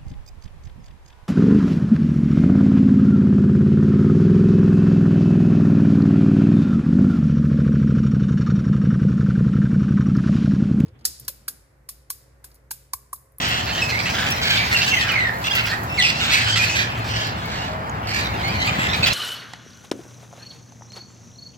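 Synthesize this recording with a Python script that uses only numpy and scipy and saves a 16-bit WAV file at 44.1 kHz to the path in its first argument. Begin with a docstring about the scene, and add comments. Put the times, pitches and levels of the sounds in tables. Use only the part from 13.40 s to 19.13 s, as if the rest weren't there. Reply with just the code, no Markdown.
"""Outdoors, parrots in a bare tree beside a wall squawk at once: near pulsed voices over a chattering flock.
Traffic rumbles behind, an engine drones for a while, and fizz and dry ticks of noise come from the branches.
Whistles soon join as gliding tones, then trills as runs of quick notes; sparse echoes return from the wall.
Past four seconds a faint tone hoots far off and a small tick rings; near the end, short low waves
buffet the two-port microphone."""
import sys
import numpy as np
from scipy import signal
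from scipy.fft import rfft, irfft, next_fast_len
from scipy.io import wavfile
from scipy.ndimage import uniform_filter1d

SR = 44100
rng = np.random.default_rng(int(sys.argv[2]) if len(sys.argv) > 2 else 0)


def file_out(sig):
    """Save sig as 16-bit WAV at sys.argv[1]."""
    # one column per channel
    cols = np.atleast_2d(sig).T
    # limit, then scale
    lim = np.clip(cols, -1, 1)
    pcm = np.round(lim * 32767).astype(np.int16)
    wavfile.write(sys.argv[1], SR, pcm)


N = 252693
TIME = np.arange(N) / SR
EDGE_HZ = 16200  # top of the recorded band

# what throat and beak let out: frequency_hz, relative_level_db
THROAT = [(500, -26), (1200, 4.5), (1700, 14), (2600, 12.5), (3400, 10), (4600, 8), (5900, -0.5),
          (8000, -4), (9000, -23), (12000, -15), (16000, -17)]
# tone of the fizz and ticks in the branches: frequency_hz, relative_density_db (per Hz)
FIZZ = [(3000, -42), (7000, -3.5), (9500, -20.5), (10700, -6), (11800, -1), (15500, -5.5), (16500, 6)]
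# traffic, levels before each source's trim: time_s, rumble_db, tyre_roar_db
TRAFFIC = [(0.0, -31.5, -38), (0.77, -30, -36), (1.98, -33.5, -37), (3.11, -31, -38), (4.76, -31.5, -37.5),
           (4.8, -27.5, -35.5), (5.73, -28.5, -34.5)]


def gain_of(db):
    """Turns decibels into an amplitude factor."""
    return 10 ** (np.asarray(db) / 20)


def evened(x):
    """Scales to rms 1."""
    return x / np.sqrt(np.mean(x ** 2) + 1e-20)


def read(points, hz):
    """A spectrum's value at hz, on a log axis."""
    f, value = np.transpose(points)
    return np.interp(np.log(hz + 1), np.log(f + 1), value)


def curve(rows, column):
    """One column of a control table at every sample."""
    rows = np.array(rows)
    return np.interp(TIME, rows[:, 0], rows[:, column])


def add(mix, s, sound):
    """Mixes a stereo sound in at s seconds, or at the start if s is negative."""
    part = mix[:, max(round(s * SR), 0):][:, :sound.shape[1]]
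    part += sound[:, :part.shape[1]]


def colour(x, db_at):
    """Filters by a rule that gives dB for each frequency."""
    n = x.shape[-1]
    size = next_fast_len(n + 256)
    gain = gain_of(db_at(np.fft.rfftfreq(size, 1 / SR)))
    return irfft(rfft(x, size) * gain, size)[..., :n]


def chance(n):
    """n normal random values of unit size."""
    return rng.standard_normal(max(n, 2 ** 14))[:n]


def wander(n, hz):
    """Random values of about unit size, 2 * hz of them a second, joined by straight lines."""
    at = np.arange(n) * 2 * hz / SR
    return np.interp(at, np.arange(n + 2), chance(n + 2))


def ports(x, pan_db, lag_s):
    """One sound at both ports: the left is pan_db louder and hears it lag_s later."""
    offset = np.array([[-.5], [.5]]) * round(lag_s * SR / 2) * 2
    at = np.arange(len(x)) + offset
    pair = np.array([np.interp(a, np.arange(len(x)), x, 0, 0) for a in at])
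    return pair * gain_of([[pan_db / 2], [-pan_db / 2]])


def noise_pair(spectrum, likeness, lag_s):
    """Coloured noise from one direction, partly alike at the two ports."""
    shared = ports(rng.standard_normal(N), 0, lag_s)
    likeness = np.clip(likeness, 0, 1)
    pair = np.sqrt(likeness) * shared + np.sqrt(1 - likeness) * rng.standard_normal((2, N))
    return evened(colour(pair, lambda f: read(spectrum, f)))


def syllable(n, rise_s, fall_s):
    """The air pressure of one call, rising and falling along quarter sines."""
    t = np.arange(n) / SR
    rise = np.sin(np.pi / 2 * np.minimum(t / rise_s, 1))
    return rise * np.sin(np.pi / 2 * np.minimum(t[::-1] / fall_s, 1))


def squawk(length, pulse_hz, rough, peak_hz, lift_db, peak_db=7, width_hz=350, rattle_hz=110, rattle=0.13,
           breath=0.98):
    """The syrinx slaps in uneven pulses, rattling as it does; the throat rings with each."""
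    n = int((length + .014) * SR)
    arch = .96 + .07 * np.sin(np.linspace(0, np.pi, n))
    # the pitch lurches, so that scraps of harmonics flash up and vanish
    lurch = .13 * wander(n, 70) + .07 * wander(n, 400)
    turns = np.cumsum(pulse_hz * arch * np.exp(rough * lurch)) / SR
    slaps = np.diff(np.floor(turns), prepend=0) * np.exp(.35 * rough * chance(n))
    puffs = np.exp(-(turns % 1) / 0.11) * chance(n)  # breath noise fading after each slap
    drive = evened(slaps - slaps.mean()) + breath * rough * evened(puffs)
    beats = np.cumsum(rattle_hz * np.exp(0.5 * wander(n, 63.4))) / SR
    strain = .45 * wander(n, 45)
    drive = drive * np.exp(rough * (rattle * np.sin(2 * np.pi * beats) + strain))

    def throat_db(f):
        resonance = peak_db / (1 + ((f - peak_hz) / width_hz) ** 2)
        return read(THROAT, f) + resonance + lift_db * np.clip((f - 2800) / 1500, 0, 1)

    voice = colour(drive, throat_db)
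    scatter = chance(96) * np.exp(-np.arange(96) / 25) * .2
    voice = voice + signal.convolve(voice, scatter)[:n]  # branches smear each pulse
    return evened(voice * syllable(n, 0.0023, 0.011))


def squawk_notes(squawk_db=-.5):
    """Squawks share one swell; short ones are clearer, long ones rasp."""
    # near squawks, length before the call's 0.014 s of extra tail, level before swell and trim:
    # start_s, length_s, nominal_pulse_rate_hz, main_resonance_hz, treble_lift_db, level_db
    squawks = [(0, 0.21, 650, 2800, 1.5, -23.5), (.265, 0.053, 802, 2700, -1, -25.5),
               (.347, 0.094, 884, 2960, 2, -26), (.488, 0.018, 852, 3000, 2, -24),
               (0.589, 0.02, 842, 1640, 10.5, -27), (0.653, 0.048, 739, 2700, 0, -22.5),
               (0.734, 0.15, 693, 3730, 2.5, -24.5), (0.863, 0.061, 801, 2600, -2, -23.5),
               (1.014, .15, 774, 3200, 9, -19), (1.135, 0.083, 776, 3180, 4, -24),
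               (1.313, 0.031, 688, 2170, 2, -17.5), (1.363, .031, 786, 2010, 11, -20.5),
               (1.417, 0.028, 802, 2480, 5, -22), (1.476, .024, 788, 1920, 4, -23),
               (1.63, .12, 700, 2840, -5, -27), (2.04, 0.035, 688, 3470, 4, -23.5),
               (2.152, 0.052, 657, 2800, -3.5, -19), (2.255, 0.029, 701, 2880, 0.5, -25.5),
               (2.291, 0.023, 828, 4000, 6, -27.5), (2.315, 0.027, 595, 1720, 0.5, -22.5),
               (2.617, .088, 645.6, 2580, 4, -19.5), (2.791, .12, 683, 3700, -5.5, -22),
               (2.908, 0.083, 739, 2650, 9, -18), (3.157, .026, 666, 3000, 6.5, -18),
               (3.21, .037, 840, 1690, 7, -20.5), (3.25, .07, 790, 2630, -1, -28),
               (3.345, 0.082, 801, 2280, 0.5, -19.5), (3.689, .2, 755, 1670, 2.5, -28),
               (4.02, 0.31, 782, 1640, 0, -34.5), (4.67, 0.052, 694, 2060, 10.5, -29),
               (4.736, 0.068, 820, 1710, 12, -25.5), (5.259, 0.03, 1202, 4630, -6, -21.5),
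               (5.381, 0.085, 656.4, 1680, 2, -22), (5.529, 0.023, 625, 2260, -6, -22.5),
               (5.629, 0.014, 772, 4200, 6, -16), (5.659, 0.023, 656, 3130, 5, -16.5),
               (5.705, 0.039, 658, 4000, 8, -23)]
    rough_short, rough_long, rough_after_s = .3, .7, .035
    swell_db, swell_top = 4, .45  # depth, and the top's share of the length
    for s, length, pulse_hz, peak_hz, lift_db, db in squawks:
        rough = rough_long + (rough_short - rough_long) * np.exp(-length / rough_after_s)
        call = squawk(length, pulse_hz, rough, peak_hz, lift_db)
        off_top = 2 * (np.linspace(0, 1, len(call)) - swell_top)
        yield s, call * gain_of(db + squawk_db - swell_db * off_top ** 2)


def far_birds(count=160, chatter_db=-2.5, shrill_db=-1):
    """Many overlapping calls and their echo, swelling and thinning with the flock's excitement."""
    # the rest of the flock, levels before trim: time_s, chatter_db, shrill_part_db
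    flock = [(0, -29, -30), (.12, -24.5, -30), (.28, -36, -36.5), (.8, -29, -32), (.98, -27, -36),
             (1.16, -23.5, -33), (1.29, -25, -32), (1.45, -27, -27), (1.62, -19.5, -29.5),
             (1.86, -30, -44.5), (1.99, -39.5, -45), (2.16, -27, -32.5), (2.42, -47, -47), (2.56, -35, -41),
             (2.76, -35, -33.5), (2.95, -19, -27.5), (3.3, -28, -26), (3.56, -30.5, -45),
             (3.82, -27.5, -32), (3.95, -34, -44.5), (4.24, -35.5, -41), (4.38, -45, -55.5),
             (4.63, -39, -54), (4.77, -29, -38), (4.93, -31.5, -42), (5.27, -26, -37), (5.73, -31, -35.5)]
    out = np.zeros((2, N))
    for k, (when, kind, size, pitch, glide, side) in enumerate(rng.random((count, 6))):
        length, hz = .018 + .04 * size, 2000 + 1200 * pitch
        if kind < .2:  # about one call in five whistles
            call = whistle(length, hz * (.9 + .15 * glide), hz, hz * (1 - .1 * glide), .3, 3)
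        else:
            call = squawk(length, 600 + 350 * glide, .3 + .4 * size, hz, 0)
        start_s = (k + when) / count * N / SR - .04
        add(out, start_s, ports(call, 8 * side - 5.5, .0009 * (.5 - side)))
    out = out + .7 * yard(out)
    # split near 3600 Hz, so that chatter and shrill part each keep their own level
    low = colour(out, lambda f: -10 * np.log10(1 + (f / 3600) ** 10))
    chatter_level = curve(flock, column=1) + chatter_db
    shrill_level = curve(flock, column=2) + shrill_db
    mix = np.zeros((2, N))
    for band, db in ((low, chatter_level), (out - low, shrill_level)):
        power = uniform_filter1d((band ** 2).mean(0), size=4000)
        mix += band / np.sqrt(power + 0.084 * power.mean()) * gain_of(db)
    return mix


def yard(x, first_s=0.01):
    """Sparse echoes from wall and ground, the treble dying first."""
    # time for the echo to fall by 60 dB: frequency_hz, decay_s
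    echo_t60 = [(500, 1), (2500, 0.39), (5000, 0.33), (12000, 0.18)]
    taps = rng.choice([-1., 1.], (2, SR // 2)) * (rng.random((2, SR // 2)) < 2000 / SR)
    taps = taps * (np.arange(SR // 2) > first_s * SR)
    hz, t, z = signal.stft(taps, SR, nperseg=256)
    decay = gain_of(-60 * t / read(echo_t60, hz)[:, None])
    tail = signal.istft(z * decay, SR, nperseg=256)[1]
    return signal.fftconvolve(x, tail / np.linalg.norm(tail[0]), axes=1)[:, :N]


def road_rumble(rumble_db=0):
    """Distant traffic's low noise, nearly alike at both ports and a little stronger at the left."""
    # tone of the rumble: frequency_hz, relative_density_db (per Hz)
    rumble_tone = [(20, -20), (40, -22), (62, 0), (85, 1.5), (120, 1.5), (160, -2.5), (220, -4), (320, -13),
                   (500, -17), (1500, -98)]
    level = gain_of(curve(TRAFFIC, column=1) + rumble_db)
    return noise_pair(rumble_tone, 0.96, 0) * level * gain_of([[.7], [-.7]])


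def tyre_roar(roar_db=8.0):
    """Broad tyre noise that reaches the right port first."""
    # tone of the roar: frequency_hz, relative_density_db (per Hz)
    roar_tone = [(150, -22), (300, -0.5), (480, 0.5), (730, 9), (1000, 7), (1400, 4.5), (2200, -4.5),
                 (3500, -18), (6000, -26), (12000, -46)]
    level = gain_of(curve(TRAFFIC, column=2) + roar_db)
    return noise_pair(roar_tone, 0.67, 0.00043) * level * gain_of([[-.4], [.4]])


def engine_drone():
    """One engine's low sine, wavering in pitch and level."""
    # the drone before its waver: time_s, pitch_hz, level_db
    drone = [(2.85, 113, -38), (3.1, 108.3, -28), (3.42, 113.4, -34.5), (3.58, 111.3, -31.5),
             (3.95, 111, -28.5), (4.15, 108, -37)]
    turns = np.cumsum(curve(drone, column=1) * (1 + 0.0045 * wander(N, 16))) / SR
    return np.sin(2 * np.pi * turns) * gain_of(curve(drone, column=2) + 2 * wander(N, 7.2))


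def crown_fizz(fizz_db=9.5, crackle=0.32):
    """A crackly treble noise from the bustle in the crown."""
    # the fizz before trim: time_s, level_db
    fizz_level = [(0.0, -49.5), (1.55, -44), (1.82, -53), (2.06, -45), (2.2, -45.5), (2.49, -50),
                  (3.06, -61), (3.3, -59), (3.43, -55.5), (4.55, -61), (4.82, -52.5), (5.73, -49)]
    bustle = gain_of(curve(fizz_level, column=1) + fizz_db)
    return noise_pair(FIZZ, 0.022, 0) * bustle * evened(np.exp(crackle * wander(N, 300)))


def dry_ticks(tick_db=5.5, decay_s=0.012, count=12, small_db=-41):
    """Branches snap in short, unevenly dying noise bursts; the fainter ones fall at random."""
    # the loudest ticks, before trim: start_s, level_db
    ticks = [(.0867, -31), (.905, -25), (.9627, -37), (1.3339, -30), (1.7185, -30.5), (2.152, -23),
             (2.2633, -31), (2.4334, -34), (3.8686, -39), (4.0572, -39), (5.0774, -39), (5.2634, -36),
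             (5.564, -37), (5.669, -26.5)]
    out = np.zeros((2, N))
    t = np.arange(1200) / SR
    small = [(when * N / SR, small_db) for when in rng.random(count)]
    for s, db in (*ticks, *small):
        snap = evened(colour(rng.standard_normal((2, len(t))), lambda f: read(FIZZ, f)))
        decay = np.exp(-t / decay_s + .4 * wander(len(t), 900))
        add(out, s, gain_of(db + tick_db) * snap * decay)
    return out


def whistle(length, start_hz, middle_hz, end_hz, rough, lift_db, jitter=0.15, rattle_hz=112, overtone_db=-7):
    """A near-pure note on a pitch arch; when rough, a rattle chops it and shakes its pitch."""
    n = int((length + 0.00634) * SR)
    bend = np.polyfit([0, .5, 1], [start_hz, middle_hz, end_hz], 2)
    arch = np.polyval(bend, np.linspace(0, 1, n))
    rattle = np.sin(2 * np.pi * np.cumsum(rattle_hz * np.exp(0.32 * wander(n, 67.3))) / SR)
    quaver = .01 * wander(n, 110) + .07 * rough * rattle
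    hz = arch * (1 + quaver + jitter * rough * wander(n, 689))
    turns = np.cumsum(hz) / SR
    tone = np.zeros(n)
    for k in range(1, 6):
        db = read(THROAT, k * arch) + overtone_db * np.log2(k) + (k > 1) * lift_db
        tone += gain_of(db) * (k * arch < EDGE_HZ) * np.sin(2 * np.pi * k * turns)
    flutter = .25 * wander(n, 80) + rough * (.8 * rattle + wander(n, 600))
    return evened(tone * np.exp(flutter) * syllable(n, 0.0098, 0.0017))


def whistle_notes():
    """Single glides and screeches that move fast while high and linger while low."""
    # near whistles, length before the note's 0.006 s of extra tail:
    # start_s, length_s, start_hz, end_hz, roughness (0-1), overtone_lift_db, level_db
    whistles = [(.318, 0.061, 3150, 3100, 0.17, 6, -31), (0.416, 0.022, 2590, 2626, .1, 5, -19.5),
                (0.519, .08, 2046, 2420, 0.35, -6, -24.5), (0.912, 0.011, 2790, 2780, 0.2, 36, -27),
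                (1.174, 0.068, 2290, 2416, 0.25, 2, -24), (1.51, 0.032, 2740, 2714, 0.06, -9, -19.5),
                (1.683, 0.02, 3070, 2970, 0.25, -1, -23.5), (1.707, 0.035, 2650, 2390, 0.1, -12, -25.5),
                (2.106, 0.015, 1600, 1750, 0.1, 20, -21.5), (2.492, 0.11, 2670, 2770, 0.19, 1.5, -31),
                (2.575, 0.034, 2360, 1950, 0.16, 3, -18), (2.584, 0.09, 4550, 2457, 0.43, 7.5, -18.5),
                (2.716, 0.11, 1332, 1444, 0.19, 17, -30), (2.895, 0.092, 2220, 2270, 0.36, 9.5, -24),
                (3.054, 0.052, 1546, 1490, 0.43, 12, -23), (3.122, 0.02, 1587, 1570, 0, 20, -20.5),
                (3.187, 0.053, 2430, 2580, 0.02, -16, -20.5), (3.287, 0.062, 2600, 2550, 0.1, -5, -28),
                (4.169, 0.091, 2800, 2940, 0.1, 2, -39), (4.718, 0.079, 2258, 2490, 0.29, 5, -28),
                (4.801, 0.071, 2150, 1866, 0.44, 14, -31.5), (5.029, 0.076, 2097, 2455, .2, 7.5, -28),
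                (5.135, 0.055, 2200, 2116, 0.36, 7, -31), (5.191, 0.093, 2000, 2434, .27, 8, -25.5),
                (5.484, 0.061, 1743, 1970, 0.42, 15, -26.5)]
    glide_bend = .22  # halfway in time, the pitch lies this share of the way from low end to high end
    for s, length, start_hz, end_hz, rough, lift_db, db in whistles:
        middle_hz = min(start_hz, end_hz) + glide_bend * abs(end_hz - start_hz)
        yield s, gain_of(db) * whistle(length, start_hz, middle_hz, end_hz, rough, lift_db)


def trill_notes():
    """Evenly spaced arched notes; pitch and level slide from the first to the last."""
    # runs of quick notes, length before the note's 0.006 s of extra tail: start_s, notes (count),
    # spacing_s, length_s, first_hz, last_hz, first_db, last_db
    trills = [(1.343, 3, 0.062, 0.0266, 2795, 2690, -18, -24),
              (1.522, 3, .042, 0.022, 2180, 1850, -20, -24),
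              (1.752, 9, 0.016, .011, 2190, 1823, -18.5, -23),
              (2.069, 4, .057, 0.013, 2847, 2600, -21.5, -23.5),
              (5.625, 3, 0.037, 0.016, 2590, 2650, -18, -25)]
    scoop, drop = .02, 0.071  # each note starts and ends this share under its middle pitch
    rough, lift_db = 0.17, -5
    for s, notes, spacing, length, first_hz, last_hz, first_db, last_db in trills:
        for k, along in enumerate(np.linspace(0, 1, round(notes))):
            hz = first_hz * (last_hz / first_hz) ** along
            note = whistle(length, hz * (1 - scoop), hz, hz * (1 - drop), rough, lift_db)
            yield s + k * spacing, note * gain_of(first_db + along * (last_db - first_db))


def near_birds(spread_s=.0004, pan_db=-3.0):
    """Every call comes from its own place in the crown, mostly toward the right port."""
    out = np.zeros((2, N))
    for s, call in (*trill_notes(), *whistle_notes(), *squawk_notes()):
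        side, lag = rng.uniform(-1, 1, 2)
        add(out, s, ports(call, pan_db + 2 * side, spread_s * lag))
    return out


def hoot(waver=0.023):
    """A soft, slightly wavering sine from far away."""
    start_s, length_s, pitch_hz, level_db = 4.28, 0.2, 650, -39
    n = int(length_s * SR)
    turns = np.cumsum(pitch_hz * (1 + waver * wander(n, 25))) / SR
    tone = np.sin(2 * np.pi * turns) * syllable(n, .02, 0.046)
    out = np.zeros((2, N))
    add(out, start_s, ports(gain_of(level_db) * evened(tone), 0, 0))
    return out


def ringing_tick():
    """One small tick that rings as a fast-dying sine."""
    # the tick: start_s, pitch_hz, level_db, decay_s
    tink = [(4.497, 6740, -26.5, 0.0015)]
    out = np.zeros((2, N))
    t = np.arange(1200) / SR
    for s, hz, db, ring_s in tink:
        add(out, s, ports(gain_of(db) * np.sin(2 * np.pi * hz * t) * np.exp(-t / ring_s), 0, 0))
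    return out


def buffets():
    """Short low pushes of air on the microphone: a few cycles or fewer in a smooth swell."""
    # the pushes: start_s, length_s, pitch_hz, level_db
    pushes = [(5.31, 0.02, 141, -18), (5.385, 0.011, 204, -13.5), (5.589, 0.021, 137, -15.5)]
    out = np.zeros((2, N))
    for s, length, hz, db in pushes:
        t = np.arange(int(length * SR)) / SR
        push = gain_of(db) * np.hanning(len(t)) * np.sin(2 * np.pi * hz * t)
        add(out, s, ports(push, 0.74, 0))
    return out


def scene(echo_db=-9):
    """The flock and its echo over the traffic, with branches, hoot and buffets."""
    birds = near_birds()
    flock = birds + gain_of(echo_db) * yard(birds) + far_birds()
    branches = crown_fizz() + dry_ticks() + ringing_tick()
    traffic = road_rumble() + tyre_roar() + engine_drone()
    return flock + branches + traffic + hoot() + buffets()


def record(dry):
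    """The two ports colour the treble differently; then the band limit."""
    # the left port rings in the treble where the right one dips: frequency_hz, left_minus_right_db
    port_colour = [(3000, 0.5), (5500, -1.5), (7200, 1.5), (8300, 7), (9500, 20), (10500, 3), (11500, 1),
                   (14000, 1)]
    heard = colour(dry, lambda f: read(port_colour, f) * np.array([[.5], [-.5]]))
    band_limit = signal.firwin(511, EDGE_HZ, window=("kaiser", 9), fs=SR)
    return signal.oaconvolve(heard, band_limit[None], "same")


dry = scene()
out = record(dry)
file_out(out)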